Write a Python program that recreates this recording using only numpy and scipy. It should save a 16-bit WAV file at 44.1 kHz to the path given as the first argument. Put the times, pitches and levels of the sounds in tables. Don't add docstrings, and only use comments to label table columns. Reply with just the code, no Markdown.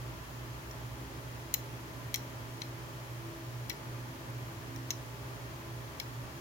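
import sys
import numpy as np
from scipy import signal
from scipy.fft import rfft, irfft
from scipy.io import wavfile

SR = 44100
rng = np.random.default_rng(int(sys.argv[2]) if len(sys.argv) > 2 else 0)


def file_out(sig):
    cols = np.atleast_2d(sig).T
    lim = np.clip(cols, -1, 1)
    pcm = np.round(lim * 32767).astype(np.int16)
    wavfile.write(sys.argv[1], SR, pcm)


N = 282353
TIME = np.arange(N) / SR

MAINS_HZ, BEAT_HZ, DIP_S = 120, 2.27, 0.23
# (frequency [Hz], level [dB], left minus right [dB])
WEAK_HUM = [(34.8, -77.5, 0), (117.4, -59, -9), (126.6, -62, 3), (174.3, -70.5, 7), (240, -62, -18)]

MOTOR_HZ, SHAFT_HZ = 58.2, 66.7
# (time [s], level [dB])
MOTOR_LEVEL = [(0, -52.5), (1.3, -55.5), (1.9, -65), (4, -59), (6.4, -70)]
SHAFT_DB, SHAFT_SWING_DB, SHAFT_PERIOD_S, SHAFT_PEAK_S = -60, 3.5, 5.7, 0.72

# (frequency [Hz], level ahead of the fan's gain [dB], left minus right [dB])
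WEAK_FAN = [(133.9, -61, -1), (200.5, -66, 4), (402.8, -64.5, 4), (471, -78, -10), (537, -68, -12),
            (643, -66, 4), (867.5, -66, -2), (952, -72, -7), (1014, -68, -1), (1347, -74.5, 10),
            (1403, -79, -3)]
# (frequency [Hz], left minus right [dB])
BLADES = [(269.3, -3.5), (335, 0.5)]
# (time [s], level [dB])
LOW_BLADE_LEVEL = [(0, -61), (.85, -66), (1.1, -55), (1.4, -70), (1.9, -60.5), (2.85, -60.5), (3.2, -74),
                   (3.5, -64), (3.75, -70), (4.05, -59.5), (4.55, -62.5), (4.75, -50), (5.1, -63.5),
                   (5.6, -64.5), (6.4, -59.5)]
# (time [s], level [dB])
HIGH_BLADE_LEVEL = [(0, -63.5), (1.5, -58.5), (2.2, -59), (2.65, -55), (3.05, -58), (3.35, -51),
                    (3.55, -60.5), (3.8, -56.5), (4.4, -58.5), (4.88, -55.5), (5.1, -65), (5.55, -57.5),
                    (5.93, -59.5), (6.08, -73), (6.4, -55.5)]

CALM_DB, SWELL_DB, SWELL_PEAK_S, SWELL_HALF_WIDTH_S = -1.23, 2.5, 4.1, 1.9
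# (frequency [Hz], density [dB per Hz])
AIR_COLOUR = [(25, -100), (55, -76.5), (80, -81), (105, -70.5), (145, -71.5), (200, -85), (310, -77.5),
              (520, -80), (1250, -84), (1800, -86), (3800, -93.5), (7000, -96), (8000, -101), (14000, -99)]
# (frequency [Hz], half width [Hz], boost [dB])
AIR_PEAKS = [(337, 11, 2.5), (360, 23, -3.5), (402, 27, 2), (484, 47, -4), (641, 28, 2), (738, 46, -5),
             (1003, 84, 2), (1174, 36, 4.5), (1350, 29, 1.5), (1770, 160, 1.5), (3230, 130, 2.3),
             (3630, 180, -1), (7900, 220, -4)]
# (frequency [Hz], left minus right [dB])
AIR_PAN = [(60, 0), (220, -1.5), (380, 1), (520, -4), (630, -1.5), (780, -5.5), (1000, 0.5), (1700, 2),
           (2400, 4.5), (3600, 1), (7000, -1.5), (15000, -1)]
# (frequency [Hz], correlation [-1 to 1])
AIR_LIKENESS = [(130, 0.95), (290, 0.73), (640, 0.44), (1400, -0.39), (3000, -0.0024)]

# (time [s], contact [ms], board level [dB], case level [dB], spring level [dB],
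#  board favoured [Hz], case favoured [Hz], spring favoured [Hz],
#  board damped by the finger [Hz], case damped [Hz], spring damped [Hz])
CLICKS = [(0.7105, 1.6, -66, -48, -60, 4015, 5650, 15350, 2500, 6700, 10500),
          (1.5398, 1, -36, -29.5, -25.5, 4080, 6930.0, 14000, 3480, 4800, 10300),
          (1.5438, 0.7, -39.5, -37, -33, 2300, 6650.0, 15350.0, 3500, 5400, 10080.0),
          (2.1418, 1.4, -34.5, -33, -30.0, 2210, 5850, 12300, 2600, 5000, 13000),
          (2.1464, 0.9, -40, -37, -42.0, 4330, 5500, 13110.0, 3750, 7300, 10530.0),
          (2.1576, 1.5, -47.5, -33.5, -43.5, 3530.0, 7000, 9650.0, 2820.0, 4890.0, 8100.0),
          (2.1595, 1.3, -50.0, -43, -46.0, 3360.0, 7260.0, 8100.0, 2710.0, 6090.0, 12020.0),
          (2.6178, 0.5, -41, -42, -54.0, 4015, 5870, 10080.0, 2530, 7300, 15000.0),
          (3.6947, 1.2, -62, -52, -47, 4015, 7000, 12450, 2500, 5400, 9400),
          (3.6962, 1.5, -46, -34.5, -38, 3850.0, 5500.0, 12000, 4300, 6400, 10300),
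          (3.6989, 1.0, -39.0, -49, -48.5, 2000.0, 7580.0, 9650.0, 2950.0, 4670.0, 8830.0),
          (3.703, 1.3, -43, -52, -49.5, 4015, 6900, 14320.0, 2700, 5400, 8830.0),
          (3.7134, 1.0, -51, -54.5, -60.0, 2000.0, 5840.0, 12550.0, 3680.0, 6650.0, 14970.0),
          (4.7604, 1.5, -60, -51, -52, 4015, 5900, 15350, 2500, 7200, 10500),
          (4.905, 1.4, -39, -30.5, -40, 4015, 6050, 14000, 2430, 5350, 10530.0),
          (4.9105, 1.3, -48.5, -37, -50, 4030.0, 5600, 13200, 3080.0, 5700, 11000.0),
          (5.9987, 1, -43, -37, -43.0, 3325, 5250, 11600, 2650, 6200, 15630.0),
          (6.0005, 1.3, -40, -55, -46, 4015, 5300, 14300.0, 2770, 4800, 13110.0),
          (6.015, 0.8, -57.0, -57.5, -65.0, 2170.0, 5340.0, 10080.0, 1920.0, 6090.0, 13110.0)]
# (frequency [Hz], time to fall 60 dB [s], relative level [dB], left minus right [dB])
MODES = [(1976, 0.036, -3, 8), (2140, 0.017, 3.5, 16.5), (2257, 0.028, 2, 16), (2680.0, 0.025, 2.5, 19),
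         (2826, 0.021, -8, 12.5), (2996, 0.035, -0.5, 8), (3310, 0.027, 4, 10.5), (3770, 0.023, 0, 14),
         (4037, 0.026, 2.5, 10), (4250, 0.019, 5, 7), (5040, 0.014, -7.0, -1), (5016, 0.022, -5.0, 11),
         (5250, 0.02, -1, 3), (5630, 0.014, -1.0, 6), (5870.0, 0.03, -3.5, 0), (6140, 0.026, -6.5, 3.5),
         (6490, 0.014, -3.5, -2), (6860, 0.017, -3.5, 10), (7200, 0.0096, -0.5, 6), (8520, 0.012, -16, 0),
         (9470, 0.013, -10.5, 2.0), (10500, 0.015, -4.5, 7.5), (11350.0, 0.012, -7, 13.0),
         (12500, 0.013, -9, 12.0), (13020.0, 0.014, -8, 7.0), (13540, 0.015, -2.5, 6.5),
         (14900, 0.014, -2.5, 2.5), (15350.0, 0.015, 1.0, 4)]
PART_EDGES = [4600, 8000]
# (boost [dB], half width [share of the frequency])
FAVOUR = [(7, 0.05), (7, 0.062), (8, 0.054)]
# (boost [dB], half width [share of the frequency])
DAMPING = [(-14.5, 0.073), (-10.5, 0.051), (-9, 0.048)]
# (frequency [Hz], relative level [dB])
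GRATING_COLOUR = [(2000, -11), (4600, -9), (5700, 2), (7200, 3), (8000, 0.5), (10000, 5.5), (11200, 8),
                  (13300, 6), (14200, 7), (15400, 7), (16000, -6)]
RIGHT_LAG_MS = .148

# (frequency [Hz], relative level [dB])
ROOM_COLOUR = [(2000, -4), (3500, -5), (4100, 0.5), (4800, 0), (5950, 3), (7200, -1.5), (9000, -7),
               (13500, -1.5), (15500, -4)]
TOP_HZ = 16000


def undb(db):
    return 10 ** (np.asarray(db) / 20)


def sides(pan_db):
    gains = undb(np.array([[pan_db], [-pan_db]]) / 2)
    return gains / np.sqrt(np.mean(gains ** 2))


def bell(x, centre, width):
    return np.exp(-((x - centre) / width) ** 2)


def over_hz(table, size):
    hz, value = np.transpose(table)
    bins = np.fft.rfftfreq(size, 1 / SR)
    return np.interp(np.log(bins + 1), np.log(hz), value)


def over_time(curve):
    return np.interp(TIME, *np.transpose(curve))


def walk(rate_hz):
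    shape = np.exp(-.5 * (np.fft.rfftfreq(2 * N, 1 / SR) / rate_hz) ** 2)
    motion = irfft(rfft(rng.standard_normal(2 * N)) * shape)
    return motion[:N] / motion.std()


def tone(hz, drift_hz, drift_rate):
    turns = np.cumsum(hz + drift_hz * walk(drift_rate)) / SR + rng.random()
    return np.sqrt(2) * np.sin(2 * np.pi * turns)


def draught():
    return CALM_DB + SWELL_DB * bell(TIME, SWELL_PEAK_S, SWELL_HALF_WIDTH_S)


def hum(mains_db=-48.0, beat_db=-56.5, beat_wander_db=2.0, slip_turns=0.023):
    turns = MAINS_HZ * TIME + rng.random()
    slip = BEAT_HZ * (TIME - DIP_S) + slip_turns * walk(0.79)
    mains = undb(mains_db) * np.sin(2 * np.pi * turns)
    rival_db = beat_db + beat_wander_db * walk(0.36)
    rival = undb(rival_db) * np.sin(2 * np.pi * (turns + slip))
    beating = sides(-2.6) * mains - sides(-.5) * rival
    out = np.sqrt(2) * beating * undb(draught())
    for hz, db, pan_db in WEAK_HUM:
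        out = out + undb(db) * sides(pan_db) * tone(hz, drift_hz=0.097, drift_rate=0.84)
    return out


def drones(pan_db=-2.0):
    shaft_turns = (TIME - SHAFT_PEAK_S) / SHAFT_PERIOD_S
    shaft_db = SHAFT_DB + SHAFT_SWING_DB * np.cos(2 * np.pi * shaft_turns)
    motor = undb(over_time(MOTOR_LEVEL)) * tone(MOTOR_HZ, drift_hz=0.21, drift_rate=0.55)
    shaft = undb(shaft_db) * tone(SHAFT_HZ, drift_hz=0.72, drift_rate=1.45)
    return sides(pan_db) * (motor + shaft)


def fan(gain_db=-2.0, waver_db=3.0, response=0.64, blade_waver_db=2.3):
    weak = 0
    for hz, db, pan_db in WEAK_FAN:
        level_db = db + waver_db * walk(2.6)
        weak = weak + undb(level_db) * sides(pan_db) * tone(hz, drift_hz=1.293, drift_rate=2.57)
    out = undb(gain_db + response * draught()) * weak
    for (hz, pan_db), curve in zip(BLADES, (LOW_BLADE_LEVEL, HIGH_BLADE_LEVEL)):
        level_db = over_time(curve) + blade_waver_db * walk(3.8)
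        out = out + undb(level_db) * sides(pan_db) * tone(hz, drift_hz=1.3, drift_rate=2.05)
    return out


def air(gain_db=0.49, flutter_db=0.68, response=0.09):
    bins = np.fft.rfftfreq(N, 1 / SR)
    mid, side = rfft(rng.standard_normal((2, N)))
    likeness = np.clip(over_hz(AIR_LIKENESS, N), -1, 1)
    sign = np.array([[1], [-1]])
    both = mid * np.sqrt(1 + likeness) + sign * side * np.sqrt(1 - likeness)
    peaks_db = sum(db * bell(bins, hz, width) for hz, width, db in AIR_PEAKS)
    colour_db = over_hz(AIR_COLOUR, N) + peaks_db + sign * over_hz(AIR_PAN, N) / 2
    both = both * undb(colour_db) * np.sqrt(SR) / 2
    flow_share = 1 / (1 + (bins / 1500) ** 2)
    flow = irfft(both * flow_share, N)
    hiss = irfft(both * (1 - flow_share), N)
    flutter = undb(flutter_db * walk(5.1) + response * draught())
    return undb(gain_db) * (flow * flutter + hiss)


def ringing(t, force, drive_db, detune=0.0019, scatter_db=0.8, stray_turns=0.11):
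    bins = np.fft.rfftfreq(len(t), 1 / SR)
    arrival = t - np.array([[0], [RIGHT_LAG_MS / 1000]])
    ring = 0
    for hz, t60, db, pan_db in MODES:
        shift, size = rng.standard_normal(2)
        mode_hz = hz * (1 + detune * shift)
        mode_db = db + scatter_db * size + np.interp(hz, bins, drive_db)
        envelope = signal.fftconvolve(force, undb(-60 * t / t60))[:len(t)]
        start_turns = rng.random() + stray_turns * rng.standard_normal((2, 1))
        wave = np.sin(2 * np.pi * (mode_hz * arrival + start_turns))
        ring = ring + undb(mode_db) * sides(pan_db) * envelope * wave
    return ring


def grating(t, force, drive_db, crack_t60=0.01, buzz_db=-18, buzz_t60=0.056, pan_db=8.0):
    decay = undb(-60 * t / crack_t60) + undb(buzz_db - 60 * t / buzz_t60)
    envelope = signal.fftconvolve(force, decay)[:len(t)]
    colour_db = over_hz(GRATING_COLOUR, len(t)) + drive_db
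    noise = irfft(rfft(rng.standard_normal((2, len(t)))) * undb(colour_db), len(t))
    return sides(pan_db) * envelope * noise


def snap(contact_ms, part_dbs, favoured_hzs, damped_hzs):
    t = np.arange(int(.08 * SR)) / SR
    force = np.sin(np.pi * np.minimum(t * 1000 / contact_ms, 1)) ** 2
    force = force / force.sum()
    bins = np.fft.rfftfreq(len(t), 1 / SR)
    drive_db = np.array(part_dbs)[np.searchsorted(PART_EDGES, bins)]
    regions = zip([*favoured_hzs, *damped_hzs], [*FAVOUR, *DAMPING])
    for hz, (db, width) in regions:
        drive_db = drive_db + db * bell(bins, hz, width * hz)
    return ringing(t, force, drive_db) + grating(t, force, drive_db)


def switch(gain_db=0.28, lowest_hz=1450):
    out = np.zeros((2, N))
    for start, contact_ms, *columns in CLICKS:
        part_dbs, favoured_hzs, damped_hzs = np.reshape(columns, (3, 3))
        sound = snap(contact_ms, part_dbs, favoured_hzs, damped_hzs)
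        at = int(start * SR)
        out[:, at:at + sound.shape[1]] += sound
    low_cut = signal.butter(4, lowest_hz, "high", fs=SR, output="sos")
    return undb(gain_db) * signal.sosfilt(low_cut, out)


def room(x, wet_db=-16, t60=0.23, gap_s=0.0056):
    t = np.arange(SR // 2) / SR
    onset = 1 - np.exp(-(t / gap_s) ** 2)
    tail = rng.standard_normal((2, len(t))) * undb(-60 * t / t60) * onset
    tail = tail / np.sqrt(np.sum(tail ** 2, axis=1, keepdims=True))
    tail = irfft(rfft(tail) * undb(over_hz(ROOM_COLOUR, len(t))), len(t))
    return undb(wet_db) * signal.fftconvolve(x[:1], tail, axes=1)[:, :N]


def scene():
    clicks = switch()
    return hum() + drones() + fan() + air() + clicks + room(clicks)


def record(dry):
    top_cut = signal.ellip(10, .2, 70, TOP_HZ, fs=SR, output="sos")
    return signal.sosfilt(top_cut, dry)


dry = scene()
out = record(dry)
file_out(out)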